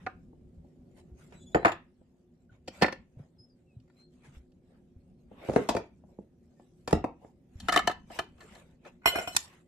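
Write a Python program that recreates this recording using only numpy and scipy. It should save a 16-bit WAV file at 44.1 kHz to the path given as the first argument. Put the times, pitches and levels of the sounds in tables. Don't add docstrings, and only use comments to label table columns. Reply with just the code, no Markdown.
import sys
import numpy as np
from scipy import signal
from scipy.fft import rfft, irfft, next_fast_len
from scipy.io import wavfile
from scipy.ndimage import uniform_filter1d, map_coordinates

SR = 44100
rng = np.random.default_rng(int(sys.argv[2]) if len(sys.argv) > 2 else 0)


def unload_wav(signal):
    wavfile.write(
        sys.argv[1],
        SR,
        np.round(np.clip(np.atleast_2d(signal).T, -1, 1) * 32767).astype(np.int16),
    )


def field_ratio(decibels):
    return 10 ** (np.asarray(decibels, dtype=float) / 20)


N = 426447


def unit(x):
    return x / np.sqrt(np.mean(x ** 2) + 1e-20)


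def along(points, hz):
    f, v = np.transpose(points)
    return np.interp(np.log(hz + 1), np.log(f + 1), v)


def curve(points):
    s, value = np.transpose(points)
    return np.interp(np.arange(N) / SR, s, value)


def wobble(rate):
    knots = rng.standard_normal(int(N * rate / SR) + 4)
    return map_coordinates(knots, [np.arange(N) * rate / SR])


# frequency in Hz, likeness from 0 to 1.
ALIKE = [(60, .99), (180, .94), (520, .75), (1540, .15), (4560, 0), (13500, 0)]


def diffuse(pair, gain):
    m = next_fast_len(pair.shape[1] + 4096)
    hz = np.fft.rfftfreq(m, 1 / SR)
    turn = np.arccos(np.clip(along(ALIKE, hz), -1, 1)) / 2
    spectrum = rfft(pair, m) * gain(hz) * [np.cos(turn), np.sin(turn)]
    mid, side = irfft(spectrum, m)[:, :pair.shape[1]]
    return unit(np.array([mid + side, mid - side]))


def rush(spectrum, grain_db, rate):
    grains = field_ratio(grain_db * wobble(rate)) * rng.standard_normal((2, N))
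    return diffuse(grains, lambda hz: field_ratio(along(spectrum, hz)))


def patchy(x, depth_db):
    z = signal.stft(x, nperseg=512)[2]
    field = uniform_filter1d(rng.standard_normal(z.shape[1:]), size=4, axis=0)
    field = uniform_filter1d(field, size=9, axis=1)
    return unit(signal.istft(z * field_ratio(depth_db * unit(field)), nperseg=512)[1][:, :N])


def causal(gain_db):
    cepstrum = irfft(np.log(field_ratio(gain_db)))
    half = cepstrum.shape[-1] // 2
    cepstrum[..., 1:half] *= 2
    cepstrum[..., half + 1:] = 0
    return np.exp(rfft(cepstrum))


# frequency in Hz, t60 in s.
KITCHEN = [(150, 0.27), (600, 0.21), (3000, .28), (12000, 0.094)]


def kitchen(x, room_db):
    hz, t, z = signal.stft(rng.standard_normal((2, SR // 2)), SR, nperseg=256)
    decay = field_ratio(-60 * t / along(KITCHEN, hz)[:, None])
    tail = signal.istft(z * decay, SR, nperseg=256)[1]
    tail = diffuse(tail, np.ones_like)
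    late = np.pad(x, (round(.005 * SR), 0))[None]
    return field_ratio(room_db) * signal.fftconvolve(late, tail / np.linalg.norm(tail[0]), axes=1)


# lower edge in Hz, upper edge in Hz.
BANDS_HZ = [(50, 300), (300, 850), (900, 2400), (2500, 3500), (3600, 6000), (6000, 12600)]
RING_S = [.035, .035, .04, .04, .14]
CUP_RING_S, BOWL_RING_S, BOARD_RING_S, TIN_RING_S, GLASS_RING_S = RING_S
THUD_GROWS, SIZZLE_GROWS = 1.494, 1
RAGGED_MAX_DB = 4.5
UNLIKE = 0.57


def knocks(hits, modes, ring_s, thud_db, crisp_db, sizzle_db, chatter_s, rise_s, clack_db, patchy_db,
           pan_db, lag_ms, room_db, beamed_db):
    out, size = np.zeros((2, N + 2 * SR)), 16384
    t, f = np.arange(size) / SR, np.fft.rfftfreq(size, 1 / SR)
    hz, level, t60 = np.array(modes)[:, :, None, None].transpose(1, 0, 2, 3)
    ear = np.array([[-.5], [.5]])
    apart = lambda f: ear * f / (f + 500)
    width = np.log(1000) / (np.pi * np.minimum(t60, ring_s))
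    for s, db, weight_db, hard_db, linger_db in hits:
        scatter = rng.standard_normal((3, len(modes), 1, 1))
        centre = hz * (1 + .006 * scatter[0])
        gain = field_ratio(level + 3 * scatter[1] + 5 * apart(hz) * scatter[2])
        ring = (gain * 1j * f * centre / (centre ** 2 - f ** 2 + 1j * f * width)).sum(0)

        rough = uniform_filter1d(rng.standard_normal((2, len(f))), size=80)
        shared, own = uniform_filter1d(rough, size=80)
        ragged_db = f / (f + 900) * unit(shared) + 1.8 * apart(f) * unit(own)
        ragged_db = min(patchy_db, RAGGED_MAX_DB) * ragged_db
        clack = causal(ragged_db - 5 * np.log2(1 + f / 300))

        push = (1 - np.exp(-t / rise_s)) ** 2 * field_ratio(-60 * t / chatter_s / field_ratio(linger_db))
        force, stray = rfft(rng.standard_normal((2, size)) * push)
        travel = force + 2 * UNLIKE * apart(f) * stray
        travel = travel * np.exp(2j * np.pi * f * ear * lag_ms / 1000)
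        pair = np.roll(irfft(travel * np.array([ring, clack])), shift=16, axis=2)
        pair[1] *= field_ratio(-60 * t / .09)

        balance_db = (thud_db + THUD_GROWS * weight_db, weight_db, 0,
                      crisp_db + hard_db, hard_db, sizzle_db + SIZZLE_GROWS * hard_db)
        blow = spread = 0
        for edges, band_db in zip(BANDS_HZ, balance_db):
            band = signal.butter(4, edges, "bandpass", fs=SR, output="sos")
            part = signal.sosfilt(band, pair)
            rung = unit(part[0])
            ragged = field_ratio(clack_db[edges[0] > 2400]) * unit(part[1])
            side = field_ratio(-ear * pan_db * (edges[0] > 200))
            scale = field_ratio(db + band_db) / np.abs((rung + ragged).mean(0)).max()
            blow = blow + side * scale * (rung + ragged)
            spread = spread + scale * (field_ratio(beamed_db) * rung + ragged)[0]
        tail = kitchen(spread, room_db)
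        at = round((s - rise_s) * SR)
        out[:, at:at + size] += blow
        out[:, at:at + tail.shape[1]] += tail
    return out[:, :N]


# time in s, level in dB.
DRONE = [(0, -60), (1.6, -56.5), (1.95, -65.5), (5, -62.5), (7.5, -62.5), (8.2, -62.5), (9.67, -63.5)]
# frequency in Hz, density in dB per Hz.
AIR = [(60, -34.5), (110, 0), (400, -9.5), (800, -28), (1050, -32.5), (2500, -39.5), (7500, -45.5),
       (13500, -49.5)]
# centre in Hz, width in Hz, gain in dB.
CASING = [(162, 18, 8), (247, 22, 11.5), (359, 16, 12), (550, 60, 3), (740, 120, 3)]


def drone():
    casing = lambda f: 1 + sum(field_ratio(db) / (1 + (2 * (f - c) / w) ** 2) for c, w, db in CASING)
    noise = diffuse(rng.standard_normal((2, N)), lambda hz: field_ratio(along(AIR, hz)) * casing(hz))
    return field_ratio(curve(DRONE) + 0.4 * wobble(13)) * noise


# time in s, level in dB.
GRIP = [(0.0, -56), (0.97, -60.5), (1.48, -58), (1.88, -67.5), (2.91, -62.5), (3.53, -68.5), (5.38, -58.5),
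        (5.66, -82.5), (5.93, -61), (6.68, -71), (7.0, -58), (7.38, -71), (7.78, -43), (7.94, -55.5),
        (8.7, -65), (9.18, -59), (9.67, -67.5)]
# frequency in Hz, density in dB per Hz.
RUMBLE = [(12, -43.5), (20, -10), (81, -2.5), (130, -16), (186, -4.5), (268, -12.5), (390, -45),
          (660, -120)]


def hands():
    return field_ratio(curve(GRIP)) * rush(RUMBLE, grain_db=3.5, rate=26)


# start in s, hold in s, level in dB, pressure in dB, dryness in dB.
STROKES = [(.01, 0.031, -69.5, 5.5, -9), (0.973, 0.02, -69.5, 9.5, -0.5), (1.195, 0.048, -68, -6.5, 0),
           (1.336, 0.02, -64, 3, -12), (1.435, 0.13, -91.5, 11.5, 13), (2.528, 0.027, -72.5, -4.5, -16.5),
           (2.752, 0.066, -57.5, -4, -5.5), (3.194, 0.016, -72.5, 12.5, -13.5),
           (3.959, 0.055, -77.5, -30.5, -2), (4.139, 0.048, -80, -11.5, -2.5),
           (4.251, 0.05, -63.5, -7.5, -6.5), (4.352, 0.017, -67.5, -11.5, -10),
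           (4.709, 0.043, -85.5, 7, -24), (5.329, 0.03, -67, 9, -25.5), (5.389, 0.045, -60.5, 7, -20),
           (5.483, 0.14, -53, 4, -7), (6.09, 0.026, -96.5, 30, 6), (6.597, 0.22, -90.5, -30, 7),
           (7.224, 0.057, -86.5, 20.5, -3), (7.625, 0.18, -58.5, -7, -4), (8.125, 0.048, -52, -4, -3.5),
           (8.424, 0.18, -62.5, 0.5, -5), (8.865, 0.018, -55.5, 2.5, -13), (9.145, 0.076, -39, 0, -4.5),
           (9.334, 0.075, -65, -2, 17), (9.435, 0.1, -63, -13, -12)]
REST_DB = [-84.5, -89, -89.5]
RISE_S, FADE_S, RISE_SHARE, FADE_SHARE = 0.032, 0.065, 0.5, 0.82


def strokes():
    t = np.arange(N) / SR
    gain = field_ratio(np.array(REST_DB))[:, None] * np.ones(N)
    for s, hold, db, pressure_db, dryness_db in STROKES:
        near = slice(max(round((s - .6) * SR), 0), round((s + hold + .9) * SR))
        before = np.maximum(s - t[near], 0) / (RISE_S + RISE_SHARE * hold)
        after = np.maximum(t[near] - s - hold, 0) / (FADE_S + FADE_SHARE * hold)
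        register_db = np.array([[pressure_db], [0], [dryness_db]])
        gain[:, near] += field_ratio(db + register_db) * field_ratio(-30 * (before + after))
    return gain


# frequency in Hz, density in dB per Hz.
DRAG = [(150, -48), (300, -3), (550, 2), (900, -6), (1400, -41.5)]
# frequency in Hz, density in dB per Hz.
SLIDE = [(290, -42), (500, -17), (736, -10), (1250, -9.5), (2400, -11), (3800, -19.5), (5850, -60),
         (9900, -120)]
# frequency in Hz, density in dB per Hz.
FIZZ = [(1760, -22), (3000, -7), (5630, -6), (7570, -3.5), (10800, -15), (12300, -12), (13500, -30)]


def sliding():
    m = next_fast_len(N)
    hz = np.fft.rfftfreq(m, 1 / SR)
    rim = sum(field_ratio(db / 3) / (1 + ((hz - c) / 45) ** 2) for c, db, _ in GLASS)
    t, grip_db = np.arange(N) / SR, 2 * wobble(23)
    layers = [patchy(rush(DRAG, grain_db=-1.0, rate=52), depth_db=4.5),
              patchy(rush(SLIDE, grain_db=0.5, rate=260), depth_db=3.5),
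              patchy(rush(FIZZ, grain_db=2, rate=240), depth_db=5.5)]
    out = sum(field_ratio(grip_db) * gain * layer for gain, layer in zip(strokes(), layers))
    sung = irfft(rfft(out, m) * (.35 + 2.2 * rim), m)[:, :N]
    dragged = (t > GLASS_HITS[0][0]) & (t < SNAP_HITS[0][0])
    return np.where(dragged, sung, out)


# time in s, peak in dB (900-2400 Hz), weight in dB, hardness in dB, lingering in dB.
LID_HITS = [
    (0.0637, -30, 0.46, -20, 0),
    (0.068, -26, 0.31, -27, 0),
]
# frequency in Hz, level in dB, t60 in s.
LID = [(673, -10, .025), (754, -2, 0.035), (1036, -3, 0.018), (1220, -4.5, 0.032), (1430, 1, 0.034),
       (1600, -9, 0.0238), (1750, -7, 0.0304), (3250, -15, 0.017), (4280, -21, 0.017)]


def lid():
    return knocks(LID_HITS, LID, CUP_RING_S, thud_db=-19, crisp_db=3.5, sizzle_db=-14.5,
                  chatter_s=0.018, rise_s=.001, clack_db=(-3, 0), patchy_db=5,
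                  pan_db=0.2, lag_ms=0.07, room_db=-13, beamed_db=-2.5)


# time in s, peak in dB (900-2400 Hz), weight
# in dB, hardness in dB, lingering in dB.
CUP_HITS = [(0.3294, -92.5, 40, -17, -1.5), (0.6424, -88, 30.5, -10, 5), (1.3222, -56, 3, -10, 1.5),
            (1.5457, -25, 11.5, -12, -4), (1.5545, -29.5, 15, -17, -3), (1.5674, -30.5, 2, -25.5, -1),
            (1.6478, -16, 0.5, -22, -5.5), (1.6538, -19, 4, -17, 0), (1.666, -23.5, 2.5, -17.5, -1),
            (1.6784, -26.5, -3, -19, 0), (1.69, -32, 0, -15, 1), (1.718, -38, 2, -5.5, -0.5),
            (1.628, -42, 10, -24.5, 2),
            (2.0116, -80, 24, -25, 0),
]
# frequency in Hz, level in dB, t60 in s.
CUP = [(332, -7.5, .06), (517, 9.5, 0.014), (677.7, -4.5, .06), (773, -8.5, .06), (1280, 0, 0.0088),
       (1750, -14, 0.087), (4380, -36, .1), (7160, -11, 0.2), (4300, -32, .06), (11080, -21, .1)]


def cup():
    return knocks(CUP_HITS, CUP, CUP_RING_S, thud_db=-13.0, crisp_db=2, sizzle_db=-7,
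                  chatter_s=0.04, rise_s=0.001, clack_db=(-3, -5.5), patchy_db=4.0,
                  pan_db=0.2, lag_ms=0.24, room_db=-10.0, beamed_db=-5)


# time in s, peak in dB, frequency in Hz, t60 in s.
THUMPS = [(1.115, -36.5, 66.6, 0.14), (2.516, -50.5, 110, 0.18), (3.199, -30.5, 140, 0.061),
          (3.399, -49, 111, 0.1), (3.766, -37.5, 117.7, 0.11), (4.277, -46, 140, 0.21),
          (4.368, -41, 63.8, 0.2), (4.963, -42.5, 83, 0.16), (7.556, -33.5, 81, 0.062),
          (6.928, -30, 63.4, 0.14), (3.17, -36, 122, 0.083), (8.348, -50.5, 74.5, 0.098)]


def thumps():
    out, t = np.zeros(N + SR), np.arange(SR // 2) / SR
    for s, db, hz, t60 in THUMPS:
        swing = np.sin(2 * np.pi * hz * t)
        swing += 0.35 * np.sin(2 * np.pi * 0.646 * hz * t + rng.uniform(0, 2 * np.pi))
        out[round(s * SR):][:len(t)] += field_ratio(db - 60 * t / t60) * (1 - np.exp(-t / 0.0022)) * swing
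    return out[:N]


# start in s, length in s, first pitch in Hz, last pitch in Hz, level in dB.
CUP_SQUEAKS = [
    (1.335, .12, 3900, 4000, -69),
    (1.363, .09, 3700, 3720, -73),
    (1.393, .05, 3420, 3450, -62),
    (1.46, .047, 3420, 3450, -59),
    (1.513, .04, 3500, 3540, -68),
]
# start in s, length in s, first pitch in Hz,
# last pitch in Hz, level in dB.
PURE_SQUEAKS = [
    (2.493, 0.016, 1520, 1419, -60.5),
    (3.382, 0.08, 5040, 5173, -60.5),
    (3.493, 0.047, 5040, 4700, -72.5),
    (3.666, 0.085, 2755, 2470, -75.5),
    (3.965, 0.1, 4070, 4220, -64.5),
    (1.527, 0.03, 3900, 4007, -65),
    (1.565, 0.091, 4000, 4050, -62.5),
    (6.56, 0.084, 1846, 1715, -79.5),
]
CUP_OCTAVE_DB, PURE_OCTAVE_DB = 0.5, -25
WAVER = .006


def squeaks():
    out, waver = np.zeros(N), 1 + WAVER * wobble(90)
    rows = [(*row, CUP_OCTAVE_DB) for row in CUP_SQUEAKS]
    rows += [(*row, PURE_OCTAVE_DB) for row in PURE_SQUEAKS]
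    for s, length, first_hz, last_hz, db, octave_db in rows:
        at, u = round(s * SR), np.linspace(0, 1, round(length * SR))
        pitch_hz = (first_hz + (last_hz - first_hz) * u) * waver[at:][:len(u)]
        phase = 2 * np.pi * np.cumsum(pitch_hz) / SR
        tone = np.sin(phase) + field_ratio(octave_db) * np.sin(2 * phase)
        out[at:][:len(u)] += field_ratio(db) * np.sin(np.pi * u) ** .6 * tone
    out = out * field_ratio(3 * wobble(60))
    return out * field_ratio([[1], [-1]]) + kitchen(out, room_db=-11)[:, :N]


# time in s, peak in dB (900-2400 Hz), weight in dB, hardness
# in dB, lingering in dB.
BOWL_HITS = [(2.6764, -51, 11, 3.5, 0.0044), (2.6804, -44.5, 11.5, 4, 0.0026), (2.821, -14.5, 4.5, -6.5, 0),
             (2.8295, -16.5, -0.5, -10.5, 0), (2.8434, -16.5, -2, -31, 0), (2.862, -30.5, -7, -10, 0),
             (2.8814, -24, -4, -21, 0), (2.9243, -31.5, -2, -12, 0), (3.8004, -80, -3.5, 9.5, 0.0063),
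             (3.8784, -71, 2, -12.5, 0), (3.899, -63, -5, -13.5, 0.0094), (4.5184, -81.5, 7.5, 7.5, 0.0023),
             (2.8136, -30, 0.0031, -12, 0.0014),
]
# frequency in Hz, level in dB, t60 in s.
BOWL = [(198, 4, 0.078), (526, -2.5, 0.036), (725, -8.5, 0.046), (1397, -3.5, 0.047), (1770, 1, 0.11),
        (2470, -31, 0.083), (4340, -11.5, 0.038), (7250, -20, 0.11)]


def bowl():
    return knocks(BOWL_HITS, BOWL, BOWL_RING_S, thud_db=-11, crisp_db=-0.5, sizzle_db=-11,
                  chatter_s=0.031, rise_s=.0025, clack_db=(.6, .6), patchy_db=5.0,
                  pan_db=-0.57, lag_ms=0.044, room_db=-13.5, beamed_db=-2.5)


# time in s, peak in dB (900-2400 Hz), weight in dB,
# hardness in dB, lingering in dB.
BOARD_HITS = [(5.3134, -71.5, 27.3, -20.5, 0.5), (5.449, -55.5, 13, -3, -3), (5.4858, -41.5, 18.5, -29, -1),
              (5.4955, -38.5, 20.4, -14.5, -5), (5.515, -50, 8.3, -11, 0), (5.534, -41, 12.5, -9.5, 6.5),
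              (5.5604, -21, 12, -19, 1), (5.58, -44, 10, -25.5, 2), (5.597, -60, 8.3, -21, -3),
              (5.6885, -21.5, 3.9, -7, 8), (5.7486, -35.5, 16.3, -10, 0), (5.765, -28, 4.7, -12, 5.5),
              (6.0367, -76, 26, -23.5, -0.5), (6.1864, -77, 38.6, -24, -3), (6.5965, -63.5, 16.2, -16.5, 3),
              (6.8755, -32.5, 5.4, -5.5, 4.5), (6.9276, -24, 15.8, -10.5, -2), (6.9495, -41, 9, -22, -3),
              (7.0405, -31.5, 12.2, -22, 3.5), (7.2453, -59, 17.5, -36.5, 1.5),
              (6.908, -40, 4.1, -4.1, 2.1),
]
# frequency in Hz, level in dB, t60 in s.
BOARD = [(195, 16.5, 0.05), (356, -30.5, 0.033), (464, 14, 0.013), (526, 6.5, 0.0045), (667, -7.5, 0.071),
         (1253, -23.5, 0.11), (1750, -25, 0.03), (3380, -31, 0.018), (4613, -27.5, .03),
         (7300, -31.5, 0.035)]


def board():
    return knocks(BOARD_HITS, BOARD, BOARD_RING_S, thud_db=-14, crisp_db=-3, sizzle_db=-3.0,
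                  chatter_s=0.023, rise_s=0.0013, clack_db=(1.5, -3), patchy_db=4.0,
                  pan_db=1.0, lag_ms=0.045, room_db=-7.5, beamed_db=-3.5)


# time in s, peak in dB (900-2400 Hz), weight in dB, hardness in dB, lingering in dB.
TIN_HITS = [(7.6004, -46.5, -10, 2, 2), (7.6852, -16, -6, -16.5, -3.5), (7.693, -18, -6, -15, -3.5),
            (7.7225, -18, -8.5, -10.5, 5.5), (7.7381, -21, -6.5, -14, 7), (7.7615, -11.5, -5, -12, -3.5),
            (7.7739, -11, -9, -14.5, -3.5), (7.79, -19, -11, -14, -0.5), (7.8739, -11.5, -4, -13, -2.5),
            (7.8951, -27.5, 1, -18.5, 1), (7.9125, -31, -8.5, -14.5, 3), (8.1014, -48.5, 9, -27, 6),
            (8.189, -21, -2.5, -13, 0), (8.3797, -63.5, 1, -5, 2.5), (8.4055, -47, -27.5, -8.5, 5.5),
            (8.5505, -53, -11.5, -1, 1.5), (8.8505, -46, -9, -16, -2.5)]
# frequency in Hz, level in dB, t60 in s.
TIN = [(717, 6, 0.03), (1150, -11.5, 0.043), (1270, -6.5, 0.044), (1340, -12.5, 0.018), (1650, -13, 0.069),
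       (1733, -3.5, 0.11), (2053, -17, 0.023), (3070, 3.5, .03), (3590, -2.5, 0.025), (3943, -3.5, 0.02),
       (4220, -9, 0.04), (4650, -22, 0.017), (5400, -22, 0.013), (7440, -17.5, 0.03)]


def tin():
    return knocks(TIN_HITS, TIN, TIN_RING_S, thud_db=-10.5, crisp_db=-1.5, sizzle_db=-3.5,
                  chatter_s=0.034, rise_s=0.0023, clack_db=(-5, -5), patchy_db=5.0,
                  pan_db=1.27, lag_ms=0.014, room_db=-12, beamed_db=-5.5)


# time in s, peak in dB (900-2400 Hz), weight in dB, hardness in dB, lingering in dB.
GLASS_HITS = [
    (9.0578, -12, -6, -14, -5.5),
    (9.0714, -21, -6.5, -9, 4.5),
    (9.1552, -25, -0.5, -16.5, 2),
    (9.184, -29, 0, -14.5, 1.5),
    (9.2733, -31, 1, -12.5, 1.5),
]
# as GLASS_HITS, time in s, then four in dB.
GLASS_TOUCH = [
    (9.018, -60, -11.5, -30.5, 6.2),
    (9.033, -55, -15, -30, 6),
    (9.042, -47, -14, -30, 6),
]
# frequency in Hz, level in dB, t60 in s.
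GLASS = [(665, -4, 0.04), (1438, -3, 0.05), (2080, -6, 0.09), (2470, -10, .07), (2988, -8, .07),
         (4165, -12, 0.09), (5460, -15, .1), (6936, -18, 0.09), (7440, -18, .09), (7735, -17, 0.1),
         (8549, -19, 0.09), (9200, -17, 0.07), (11390, -18, 0.1), (11870, -18, .1)]


def glass():
    return knocks(GLASS_HITS + GLASS_TOUCH, GLASS, GLASS_RING_S, thud_db=-11, crisp_db=3.5, sizzle_db=3.3,
                  chatter_s=0.034, rise_s=.0015, clack_db=(1.5, -13), patchy_db=3.5,
                  pan_db=-0.05, lag_ms=0.16, room_db=-8.5, beamed_db=-1)


# time in s, peak in dB (900-2400 Hz), weight in dB, hardness in dB, lingering in dB.
SNAP_HITS = [
    (9.348, -41.5, -3.5, -8, 5.5),
    (9.3652, -23.5, -16, 6.5, 2),
]


def snap():
    return knocks(SNAP_HITS, BOWL, BOWL_RING_S, thud_db=3.0, crisp_db=-10.5, sizzle_db=3,
                  chatter_s=0.016, rise_s=.002, clack_db=(8.5, 8.5), patchy_db=3.0,
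                  pan_db=-1.0, lag_ms=0.23, room_db=-19.5, beamed_db=-2.5)


def scene():
    steady = drone() + hands() + sliding()
    objects = lid() + cup() + bowl() + board() + tin() + glass() + snap()
    return steady + objects + thumps() + squeaks()


def top_cut(x):
    return signal.sosfilt(signal.butter(12, 14060, fs=SR, output="sos"), x)


def record(dry):
    rounded = dry / (1 + np.abs(dry / .6) ** 4) ** .25
    m, top_hz = next_fast_len(N), 13300
    kept = irfft(rfft(rounded, m) * (np.fft.rfftfreq(m, 1 / SR) < top_hz), m)[:, :N]
    return top_cut(kept)


dry = scene()
out = record(dry)
unload_wav(out)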